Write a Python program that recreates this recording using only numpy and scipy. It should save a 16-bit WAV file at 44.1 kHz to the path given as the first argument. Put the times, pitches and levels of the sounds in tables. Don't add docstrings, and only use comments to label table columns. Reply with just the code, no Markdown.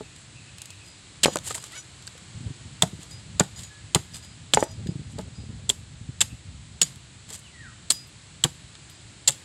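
import sys
import numpy as np
from scipy import signal
from scipy.fft import rfft, irfft
from scipy.io import wavfile
from scipy.ndimage import uniform_filter1d

SR = 44100
rng = np.random.default_rng(int(sys.argv[2]) if len(sys.argv) > 2 else 0)


def level_to_linear(level):
    exponent = np.asarray(level, float) / 20
    return 10 ** exponent


def inscribe(sig):
    pcm = np.round(np.clip(np.atleast_2d(sig).T, -1, 1) * 32767)
    wavfile.write(sys.argv[1], SR, pcm.astype(np.int16))


N = 416304


def at(s):
    return int(s * SR)


def clock(start_s, end_s):
    return np.arange(at(start_s), at(end_s)) / SR


def unit(x):
    return x / np.sqrt(np.mean(x ** 2))


def decay(t, t60):
    return 1000. ** (-t / t60)


def sine(hz, t):
    return np.sin(2 * np.pi * hz * t)


def band_noise(low_hz, high_hz, count=N):
    band = signal.butter(2, [low_hz, high_hz], "band", fs=SR, output="sos")
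    return signal.sosfilt(band, rng.standard_normal(count))


def colour(x, table):
    hz, db = np.transpose(table)
    bins_hz = np.arange(2049) * SR / 4096
    log_gain = np.interp(np.log(bins_hz + 1), np.log(hz), db) * np.log(10) / 20
    cepstrum = irfft(log_gain)
    cepstrum[1:2048] *= 2
    cepstrum[2049:] = 0
    return signal.fftconvolve(x, irfft(np.exp(rfft(cepstrum))))[:len(x)]


def walk(rate):
    k = int(SR / rate)
    steps = np.repeat(rng.standard_normal(N // k + 1), k)
    return unit(uniform_filter1d(uniform_filter1d(steps, k), k)[:N])


def curve(rows, column, outside):
    rows = np.array(rows)
    return np.interp(np.arange(N) / SR, rows[:, 0], rows[:, column], outside, outside)


def add(out, s, piece):
    out[at(s):at(s) + len(piece)] += piece[:N - at(s)]


def echoes(x, t60, wet_db, first_s):
    t = clock(0, .6)
    tail = rng.standard_normal(len(t)) * decay(t, t60) * np.clip(t / first_s, 0, 1)
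    tail /= np.sqrt(np.sum(tail ** 2))
    return x + level_to_linear(wet_db) * signal.fftconvolve(x, tail)[:N]


# t/s, thin fibre level/dB, thick fibre level/dB, rise/s, cut length/s
CUTS = [(1.2315, -16.5, -17, 0.0018, 0.013), (2.821, -18, -18.5, 0.00039, 0.0021),
        (3.395, -17.5, -16.5, 0.0014, 0.0012), (3.947, -15, -15.5, 0.00055, 0.0013),
        (4.5352, -16.5, -18, 0.00048, 0.0039), (5.6908, -21, -27, 0.0042, 0.0052),
        (6.2064, -19.5, -22.5, 0.0011, 0.011), (6.8147, -16.5, -18.5, 0.00071, 0.0041),
        (7.8999, -16.5, -23.5, 0.0034, 0.0058), (8.4376, -17.5, -20, 0.001, 0.003),
        (9.274, -16, -20.5, 0.0025, 0.01)]
# t/s, peak level/dB, dullness/dB
SNAPS = [(0.162, -39, -10), (0.5825, -28.5, -16), (0.6181, -20.5, -19), (0.656, -25.5, -19),
         (0.704, -25.5, -19), (2.023, -33, -15), (2.0761, -28.5, -9), (2.178, -32, -14), (4.715, -34, -19),
         (4.915, -38, -20), (2.876, -31, -28), (3.4348, -26, -19), (3.5902, -31, -13), (3.6336, -33, -13),
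         (4.143, -32, -11), (4.8702, -30.5, -10.5), (5.186, -29, -13), (6.958, -35, -11),
         (8.7525, -34, -8.5), (8.8972, -30, -14.5), (9.3208, -27, -14)]
# t/s, peak level/dB, dullness/dB
CHIPS = [
    (1.2573, -15, 2.5),
    (1.2613, -10, -30),
    (1.3572, -5.5, -30),
    (1.37, -14.5, -12.5),
    (1.387, -20, -12),
    (1.58, -26, -14),
    (4.572, -31, -3),
    (4.605, -19.5, -26),
    (4.6259, -22, -32),
    (7.92, -8, -24),
]
# t/s, peak level/dB, dullness/dB
CRACKLES = [(1.4364, -32, -18), (1.4473, -28, -16), (1.4564, -28, -23), (1.4661, -30, -18),
            (1.476, -23, -22), (1.4854, -28, -9), (1.507, -24, -8), (1.514, -23, -7), (1.5254, -26, -21),
            (1.544, -19, -19), (1.5508, -11.5, -24), (1.6402, -19, -18), (1.6564, -37, -21),
            (1.6624, -32, -21), (1.7285, -34, -18), (7.2664, -33, -16), (7.2898, -31, -19),
            (7.2974, -32, -21), (7.3038, -31, -25), (7.308, -32, -19), (7.3274, -27, -15),
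            (7.3337, -22, -21), (7.3454, -29, -24), (7.3494, -31, -24)]


def tearing_levels():
    thick, thin, t = np.zeros(N), np.zeros(N), clock(0, .25)
    # 18 ms when the first stroke goes clean through, 43 ms with the blade stuck in the husk
    bursts = [(*CUTS[0], 0.018)] + [(*row, 0.043) for row in CUTS[1:]]
    ticks = [(*row, 0.0085) for row in CHIPS] + [(*row, 0.021) for row in SNAPS]
    ticks += [(s, db - 5.5, dull_db, 0.012) for s, db, dull_db in CRACKLES]
    bursts += [(s, db - 9.5, db + dull_db + 4.0, .0005, 0, t60) for s, db, dull_db, t60 in ticks]
    for s, thin_db, thick_db, rise, hold, t60 in bursts:
        after = np.clip(t - rise - hold, 0, None)
        shape = np.clip(t / rise, 0, 1) ** 2 * decay(after, t60)
        add(thick, s, level_to_linear(thick_db) * shape)
        add(thin, s, level_to_linear(thin_db) * shape)
    return thick, thin


# t/s of most pressure, length/s, level/dB, dullness/dB
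SCRAPES = [(1.3, .08, -52, 3), (1.335, 0.055, -37.5, 6.5), (0.2, .1, -47.5, -8), (0.872, 0.11, -48.5, -10),
           (1.471, 0.093, -30.5, -2), (1.511, 0.051, -32, 3), (1.558, 0.068, -28, -2),
           (1.641, 0.15, -39.5, 2), (1.733, 0.088, -45, 8), (1.77, 0.064, -47, 12), (1.797, 0.033, -44, 3),
           (6.874, .15, -42, 3), (7.96, .03, -51, -6), (3.029, 0.087, -43, 5), (3.12, .08, -45.5, 4),
           (3.594, 0.086, -35.5, 1), (3.652, 0.11, -50, 5), (4.16, 0.089, -36.5, 1), (4.247, 0.075, -49, 8),
           (4.603, 0.058, -32, -1), (4.639, 0.033, -31, -6), (5.118, 0.068, -47.5, -17),
           (5.205, .06, -47, 6), (7.304, 0.06, -37, 2), (7.333, 0.028, -34.5, -2), (7.349, 0.053, -35, 0),
           (7.393, 0.055, -43.5, -11)]


def scraping_levels():
    thick, thin, pith = np.zeros(N), np.zeros(N), np.zeros(N)
    press_share, fall_db = 0.49, 24.5
    grains_db, flecks_db = 2.6 * walk(300), 2.5 * walk(500)
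    for s, length, db, dull_db in SCRAPES:
        span = slice(at(s - length), at(s + length))
        lag = (np.arange(span.start, span.stop) / SR - s) / length
        share = np.where(lag < 0, press_share, 1 - press_share)
        grit_db = db - fall_db * (lag / share) ** 2 + grains_db[span]
        thick[span] += level_to_linear(grit_db + dull_db - 12.0)
        thin[span] += level_to_linear(grit_db - 6.5 + flecks_db[span])
        pith[span] += level_to_linear(grit_db + dull_db - 20.5)
    return thick, thin, pith


# f/Hz, level/dB
FIBRE = [(470, -16.5), (800, -15), (1380, -18.5), (1750, -11), (2380, -13), (2870, -7.5), (3300, -5),
         (3800, -6), (5080, -7.5), (5620, -13), (7620, 1), (9100, -7.5), (12800, -20), (15500, -37),
         (16500, -24)]


def fibres():
    torn_thick, torn_thin = tearing_levels()
    dragged_thick, dragged_thin, pith = scraping_levels()
    noise = unit(colour(rng.standard_normal(N), FIBRE))
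    low = signal.sosfiltfilt(signal.butter(4, 5600, fs=SR, output="sos"), noise)
    thick = (torn_thick + dragged_thick) * level_to_linear(1.1 * walk(700)) * unit(low)
    thin = (torn_thin + dragged_thin) * level_to_linear(1.45 * walk(700)) * unit(noise - low)
    return thick + thin + pith * unit(band_noise(500, 2400))


# t/s, thin level/dB, thick
# level/dB, thick f/Hz, length/s
BUNDLES = [(1.236, -12, -28, 4660, 0.0024), (1.249, -20, -6, 2630, 0.00071), (2.8238, -8, -6, 3526, 0.0014),
           (2.825, -11, -20, 3550, 0.00093), (3.3988, -1.5, -16, 3770, 0.00093),
           (3.9479, -19, -8.5, 3137, 0.00076), (3.949, -9, -15, 3430, 0.0015),
           (4.5368, -28.5, -2, 3433, 0.00069), (4.538, -16, -15, 3670, .0012),
           (4.5466, -4.5, -30, 3650, 0.0012), (4.5495, -13, -40, 3650, .001),
           (5.694, -9.5, -23, 3430, 0.0027), (5.7002, -14, -12, 3313, 0.0032),
           (6.207, -11, -25, 3080, 0.0015), (6.2131, -6, -9, 3484, 0.00072),
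           (6.2161, -6, -10, 3480, 0.0016), (6.2184, -13, -28, 3450, 0.00082),
           (6.816, -8, -11, 3096, 0.00079), (6.8179, -9, -21, 4020, 0.0011),
           (6.8186, -13, -22, 3210, 0.0024), (6.831, -10, -21, 4260, 0.0014),
           (7.905, -8, -13.5, 4320, 0.0031), (7.9117, -14, -25, 4380, 0.00091),
           (8.44, -7.5, -7.5, 3220, 0.0017), (9.277, -10, -15, 4300, 0.0015),
           (9.28, -1.5, -15, 4260, 0.0012), (9.2825, -11, -21, 4290, .0015),
           (9.2876, -10, -32, 3740, 0.0021), (9.2948, -18, -32, 3700, 0.0022),
           (9.307, -18, -33, 3730, 0.0017), (2.0703, -30, -45, 3480, 0.0016),
           (2.076, -45, -31, 4450, 0.0016), (2.078, -55, -43.5, 1580, 0.0045),
           (1.548, -25, -32, 2000, .0015), (1.641, -30, -37, 5600, 0.0014), (3.958, -40, -24, 1894, 0.0023),
           (6.8162, -40, -18, 5320, 0.0028), (1.337, -36, -48, 4900, .008)]


def bundles():
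    out, t = np.zeros(N), clock(-.008, .012)
    for s, thin_db, thick_db, thick_hz, length in BUNDLES:
        shape = np.exp(-(t / (np.where(t < 0, .45, .7) * length)) ** 2)
        for db, hz in [(thin_db + 1.5, 7600), (thick_db + 4.5, thick_hz)]:
            waver = 1 + 0.296 * uniform_filter1d(rng.standard_normal(len(t)), size=16)
            add(out, s + t[0], level_to_linear(db) * shape * sine(hz, np.cumsum(waver) / SR))
    return out


# t/s, peak level/dB, f/Hz, crunch level/dB, t60/s
THUDS = [(.008, -28.5, 421, -20, 0.062), (1.2578, -5.5, 606, -2, 0.017), (1.2822, -14.5, 530, -20, 0.033),
         (1.3578, -16, 620, -6, 0.028), (1.472, -43, 900, 3, .05), (1.5068, -25.5, 1260, -2, 0.034),
         (1.552, -39.5, 650, 0, 0.1), (1.578, -38.5, 930, 0, 0.033), (1.636, -45.5, 820, 7, 0.039),
         (2.8215, -25, 600, 6, 0.053), (2.833, -20, 708, -9, 0.034), (3.3974, -20, 895, 6, 0.026),
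         (3.4053, -17.5, 603, 4.5, 0.029), (3.948, -20.5, 906, 4, 0.029), (3.957, -16, 424, -3, 0.04),
         (4.536, -20, 560, 5.5, 0.036), (4.5726, -3.5, 843, 0, 0.013), (4.6265, -8.5, 598, -10.5, 0.026),
         (4.574, -21, 427, -23, 0.11), (4.6, -33, 700, -3, 0.027), (4.66, -46.5, 639, -5, 0.33),
         (1.265, -22, 394, -5, 0.047), (1.364, -25.5, 527, -11, 0.061), (2.153, -44, 476, -10, .04),
         (5.1838, -31.5, 418, -13, 0.039), (5.191, -27.5, 594, -7, 0.033), (5.199, -33, 447, -18, 0.045),
         (5.697, -30.5, 408, -5.5, 0.086), (6.215, -34, 862, 1.5, 0.052), (6.817, -34, 460, -8, .09),
         (7.309, -43.5, 440, -7, 0.072), (7.905, -27.5, 950, -1, 0.036), (8.447, -22.5, 770, 2, 0.047),
         (9.29, -31, 592, 0.5, 0.059)]


def thuds():
    out, t = np.zeros(N), clock(0, .2)
    overtones = [(.62, -11), (1, 1.5), (1.42, -2.5), (1.95, -6.5), (2.7, -16)]  # ratio, level/dB
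    crunch = unit(band_noise(280, 1500, N + len(t)))
    for s, db, hz, crunch_db, t60 in THUDS:
        knock = level_to_linear(crunch_db) * crunch[at(s):][:len(t)]
        knock *= np.clip(t / 0.0014, 0, 1) * decay(t, 1.05 * t60)
        for ratio, mode_db in overtones:
            mode_hz = hz * ratio * (1 + 0.0354 * rng.standard_normal())
            knock -= level_to_linear(mode_db) * sine(mode_hz, t) * decay(t * ratio ** 1.1, 0.88 * t60)
        knock -= level_to_linear(-8.0) * sine(0.847 * hz, t) * np.exp(-hz * t / 1.5)
        add(out, s, level_to_linear(db) * knock * (1 - np.exp(-t / 0.00023)))
    return out


# t/s, peak level/dB, f/Hz
BOOMS = [(1.231, -30, 199), (1.243, -27, 208), (1.318, -36, 200), (1.368, -41, 171.5), (2.856, -37, 198),
         (1.261, -23, 145), (2.832, -10.5, 166), (3.4067, -3, 175), (3.407, -21, 402), (3.9575, -6, 162),
         (4.547, -21.5, 151), (4.571, -29, 205), (4.5728, -13, 900), (1.262, -20, 760), (5.194, -27.5, 196),
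         (6.82, -32.5, 165), (8.4465, -13.5, 148.5), (8.452, -27, 330), (9.29, -33, 139), (2.833, -25, 660)]


def booms():
    out, t = np.zeros(N), clock(0, .2)
    for s, db, hz in BOOMS:
        t60 = 0.043 * np.exp(-0.0472 * (db + 9.5)) * (165 / hz) ** .6
        swell = -(1 - np.exp(-t / 0.0029)) * decay(t, t60)
        add(out, s, level_to_linear(db + 4.0) * swell * (sine(hz, t) + 0.2 * sine(1.61 * hz, t)))
    return out


# t/s, held/s, first, second and third mode level/dB
RINGS = [(.84, .03, -58, -70, -70), (.7, .05, -64, -70, -70), (.875, .09, -49.5, -68, -64),
         (1.264, .085, -46, -41, -34), (1.58, .06, -49, -63, -56), (3.114, 0.075, -44.5, -57, -51),
         (3.56, 0.055, -47, -60, -42), (3.634, 0.06, -57, -66, -40.5), (4.135, 0.05, -47, -53, -55),
         (4.225, 0.11, -49, -67, -51), (4.552, 0.0087, -39, -38, -46), (4.577, 0.054, -56, -52, -36),
         (4.595, 0.15, -48, -41, -56), (4.685, 0.06, -53, -60, -64), (4.708, .025, -64, -64, -50),
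         (1.325, .04, -53, -61, -54), (6.85, .08, -53, -64, -50), (4.871, 0.045, -49.5, -66, -55),
         (5.353, 0.13, -51, -63, -60), (6.817, 0.018, -38, -40, -15), (8.91, .08, -56, -66, -60),
         (7.334, .04, -61, -52, -51), (7.913, 0.13, -35, -45, -60)]
# t/s, held/s, high mode level/dB
FLICKS = [
    (6.232, .028, -55),
    (6.817, .011, -50),
    (7.921, .13, -37),
    (8.07, .03, -59),
    (8.9, .07, -58),
]
# f/Hz, t60/s
BLADE = [(4922, 0.69), (5920, 0.33), (6860, 0.29), (12750, 0.1)]
# f/Hz, level under that mode/dB
COMPANIONS = [(7750, -27), (8610, -26), (14200, -26), (15700, -27)]


def blade_rings():
    out, t = np.zeros(N), clock(0, .4)
    rings = [(*row, row[2] - 21) for row in RINGS]
    rings += [(s, held, -200, -200, -200, db) for s, held, db in FLICKS]
    for s, held, first_db, second_db, third_db, high_db in rings:
        damp = np.clip(t / 0.0015, 0, 1) * (1 + .5 * np.exp(-t / 0.014))
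        damp *= np.exp(-np.clip(t - held, 0, None) / (0.003 + .16 * held))
        for (hz, t60), db in zip(BLADE, [first_db, second_db, third_db, high_db]):
            add(out, s, level_to_linear(db) * damp * decay(t, t60) * sine(hz, t + at(s) / SR))
        for (hz, under_db), db in zip(COMPANIONS, [second_db, third_db, high_db, high_db]):
            add(out, s, level_to_linear(db + under_db) * damp * decay(t, 0.24) * sine(hz, t))
    for s, db, _ in CHIPS + SNAPS:
        for hz, tip_db in [(12750, -40), (14200, -55), (15700, -55)]:
            add(out, s, level_to_linear(min(db, -26) + tip_db) * decay(t, 0.17) * sine(hz, t))
    return out * level_to_linear(1.2 * walk(30))


# t/s, level/dB
STROKE = [
    (1.735, -65),
    (1.76, -47),
    (1.788, -37),
    (1.81, -46),
    (1.83, -72),
]
# f/Hz, level/dB
STROKE_MODES = [(4936, -57), (5922, -48), (6842, -47), (7752, -56), (8619, -63), (9593, -63), (10088, -61)]


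def blade_stroke():
    sing = 0
    for hz, db in STROKE_MODES:
        phase = 2 * np.pi * hz * np.arange(N) / SR + .6 * walk(60)
        sing = sing + level_to_linear(db + 1.5 * walk(59.7)) * np.sin(phase)
    return unit(sing) * level_to_linear(curve(STROKE, column=1, outside=-200))


# t/s, stick-slip f/Hz, level/dB
JUDDER = [
    (1.722, 594, -62),
    (1.735, 641, -48),
    (1.75, 733, -51),
    (1.765, 750, -47),
    (1.78, 752, -47),
    (1.792, 763, -47),
    (1.802, 750, -66),
]
# multiple, level/dB
JUDDER_ORDERS = [(2, 1.5), (3, 2), (4, -1), (5, -4), (6, -6)]


def blade_judder():
    out = np.zeros(N)
    turns = np.cumsum(curve(JUDDER, column=1, outside=0) * (1 + 0.022 * walk(200))) / SR
    level_db = curve(JUDDER, column=2, outside=-200)
    for multiple, db in JUDDER_ORDERS:
        out += level_to_linear(level_db + db + 2.0 * walk(80)) * sine(multiple, turns)
    return out


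# t/s, level/dB
GUST = [(0.0, -51.5), (0.94, -56.5), (1.37, -51), (1.76, -55.5), (2.28, -53), (2.47, -40), (2.62, -50.5),
        (2.97, -47), (3.8, -50), (4.6, -50.5), (4.86, -39.5), (5.1, -45), (5.6, -43.5), (5.89, -49),
        (6.23, -47), (6.5, -49.5), (7.3, -53), (9.44, -54)]
# f/Hz, level/dB
WIND = [(15, -44), (25, -17), (64, 0), (113, 3.5), (258, -12.5), (376, -42), (475, -46), (607, -42),
        (733, -35), (800, -31), (1040, -51), (1760, -120)]


def wind():
    gust_db = curve(GUST, column=1, outside=-52)
    lumps_db = np.clip(0.24 * (gust_db + 59.5), 0, 5) * walk(35)
    rumble = unit(colour(rng.standard_normal(N) * level_to_linear(lumps_db), WIND)) * level_to_linear(gust_db + 5.5)
    flap = unit(band_noise(220, 550) * level_to_linear(4 * walk(45)))
    return rumble + flap * level_to_linear(-58 + 1.5 * (gust_db + 42))


# t/s, peak level/dB, f/Hz
BUFFETS = [(2.346, -27.5, 88.5), (2.651, -31, 110), (4.77, -31.5, 116), (4.915, -25, 149),
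           (5.132, -27, 118), (5.154, -32, 131), (5.228, -33, 129), (5.272, -30, 119), (5.461, -29, 101),
           (5.633, -30, 94), (6.325, -28.5, 128), (7.611, -36, 128), (2.948, -37, 190), (5.433, -32.5, 197),
           (5.012, -33, 202), (2.404, -24.5, 128), (2.502, -22, 129), (2.929, -26, 168), (2.988, -28, 146),
           (4.859, -20, 178), (4.887, -14.5, 157), (4.953, -19.5, 138), (4.991, -23.5, 142),
           (5.381, -22.5, 96), (5.489, -23, 106), (6.009, -26, 102), (6.087, -22, 126)]


def buffets():
    out, t = np.zeros(N), clock(0, .05)
    for s, db, hz in BUFFETS:
        cycle = 2 * np.pi * hz * t
        swing = np.sin(cycle) - 0.25 * np.cos(2 * cycle) + 0.21 * np.sin(3 * cycle) / 3
        puff = hz * t * np.exp(1 - 1.92 * hz * t)
        add(out, s + 0.0018, -level_to_linear(db + 3.5) * puff * swing)
    return out


# t/s, f/Hz, level/dB
WHISTLES = [
    [(7.42, 3050, -56), (7.445, 3050, -54), (7.462, 2950, -45), (7.49, 2400, -56), (7.505, 2250, -64)],
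    [(7.515, 2130, -64), (7.555, 1950, -48), (7.575, 1890, -57), (7.605, 1870, -44), (7.625, 1770, -47),
     (7.66, 1510, -45), (7.69, 1290, -52), (7.73, 1170, -64)],
    [(7.64, 1860, -64), (7.665, 1894, -54), (7.72, 1880, -58), (7.76, 1900, -66)],
    [(4.06, 1680, -62), (4.12, 1690, -59), (4.2, 1683, -58), (4.23, 1670, -66)],
    [(3.58, 1680, -64), (3.68, 1670, -62), (3.71, 1696, -50), (3.79, 1692, -55), (3.84, 1680, -67)],
]


def whistles():
    out, flutter_db = np.zeros(N), 1.5 * walk(60)
    for note in WHISTLES:
        turns = np.cumsum(curve(note, column=1, outside=0)) / SR
        out += level_to_linear(curve(note, column=2, outside=-200) + flutter_db) * sine(1, turns)
    return out


# t/s, level/dB
CHIRPS = [
    (0.025, -52),
    (0.09, -61),
    (0.2, -64),
    (0.4, -57),
    (0.347, -49),
    (0.462, -50),
    (0.581, -50),
    (0.683, -50),
    (0.788, -50.5),
    (6.29, -51),
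]
# f/Hz at start, peak and end
ARCH_HZ = [2530, 2660, 2580]


def chirps():
    out, shake = np.zeros(N), walk(350)
    part = np.linspace(0, 1, at(0.059))
    phase = 2 * np.pi * np.cumsum(np.interp(part, [0, .4, 1], ARCH_HZ)) / SR
    for s, db in CHIRPS:
        add(out, s, level_to_linear(db) * np.sin(np.pi * part) * np.sin(phase + 1.9 * shake[at(s):][:len(part)]))
    return out


# f/Hz, level/dB
HISS = [(180, -28.5), (300, -1), (450, -9.5), (940, -10), (1570, -8.5), (3460, -7), (4200, -6), (5800, -15),
        (7800, -5), (9300, -17.5), (10500, -19.5), (13000, -42), (16000, -50)]
# t/s, level/dB
HISS_DB = [(0, -50), (2.5, -48.5), (6, -52), (9.44, -49.5)]


def hiss():
    return unit(colour(rng.standard_normal(N), HISS)) * level_to_linear(curve(HISS_DB, column=1, outside=-52) + 0.5)


def scene():
    husk = echoes(fibres(), t60=0.31, wet_db=-18.0, first_s=0.011)
    nut = echoes(thuds() + booms(), t60=0.17, wet_db=-16.0, first_s=0.0047)
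    blade = blade_rings() + blade_stroke() + blade_judder()
    birds = echoes(whistles() + chirps(), t60=0.39, wet_db=-3.0, first_s=0.0062)
    return (husk + nut + bundles() + blade + birds + wind() + buffets() + hiss())[None]


# t/s, level/dB
GATE_DB = [(0, 0), (1, 0), (2.4, -2), (4.2, 1), (6, 4), (7.1, 0), (7.75, 4), (9.44, 1)]


def gate_treble(x):
    edge_hz, keep_db, slope_db_per_khz, release = 10500, -89, 2.5, 0.43
    hz, _, frames = signal.stft(x, SR, "cosine", nperseg=2048, noverlap=1024)
    loud = np.mean(np.abs(frames[hz > 7000]) ** 2, axis=0)
    tick = np.clip(np.log2(loud / np.median(loud)) - .8, 0, 1)
    opened = np.clip(signal.lfilter([1], [1, -0.74], tick, zi=[2.2])[0], 0, 1.6)
    gate_db = np.interp(np.arange(len(loud)) * 1024 / SR, *np.transpose(GATE_DB)) - 5 * opened
    for k in range(int(edge_hz * 2048 / SR), 1024, 16):
        power = np.abs(frames[k:k + 16]) ** 2
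        need = level_to_linear(keep_db - slope_db_per_khz * (hz[k] - edge_hz) / 1000) ** 2
        wander_db = 5.0 * uniform_filter1d(rng.standard_normal(len(loud)), size=5)
        recent = signal.lfilter([1 - release], [1, -release], power.mean(axis=0), zi=[12 * need])[0]
        frames[k:k + 16] *= power ** .3 * recent ** .7 > need * level_to_linear(2 * (gate_db + wander_db))
    frames[hz > 15900] = 0
    return signal.istft(frames, SR, "cosine", nperseg=2048, noverlap=1024)[1][:N]


def band_limit(x):
    return signal.sosfilt(signal.butter(12, 16790, fs=SR, output="sos"), x)


def record(dry):
    port = signal.sosfilt(signal.butter(2, 55, "high", fs=SR, output="sos"), dry[0])
    rounded = np.tanh(port / 1.23) * 1.031
    return band_limit(gate_treble(rounded)[None])


dry = scene()
out = record(dry)
inscribe(out)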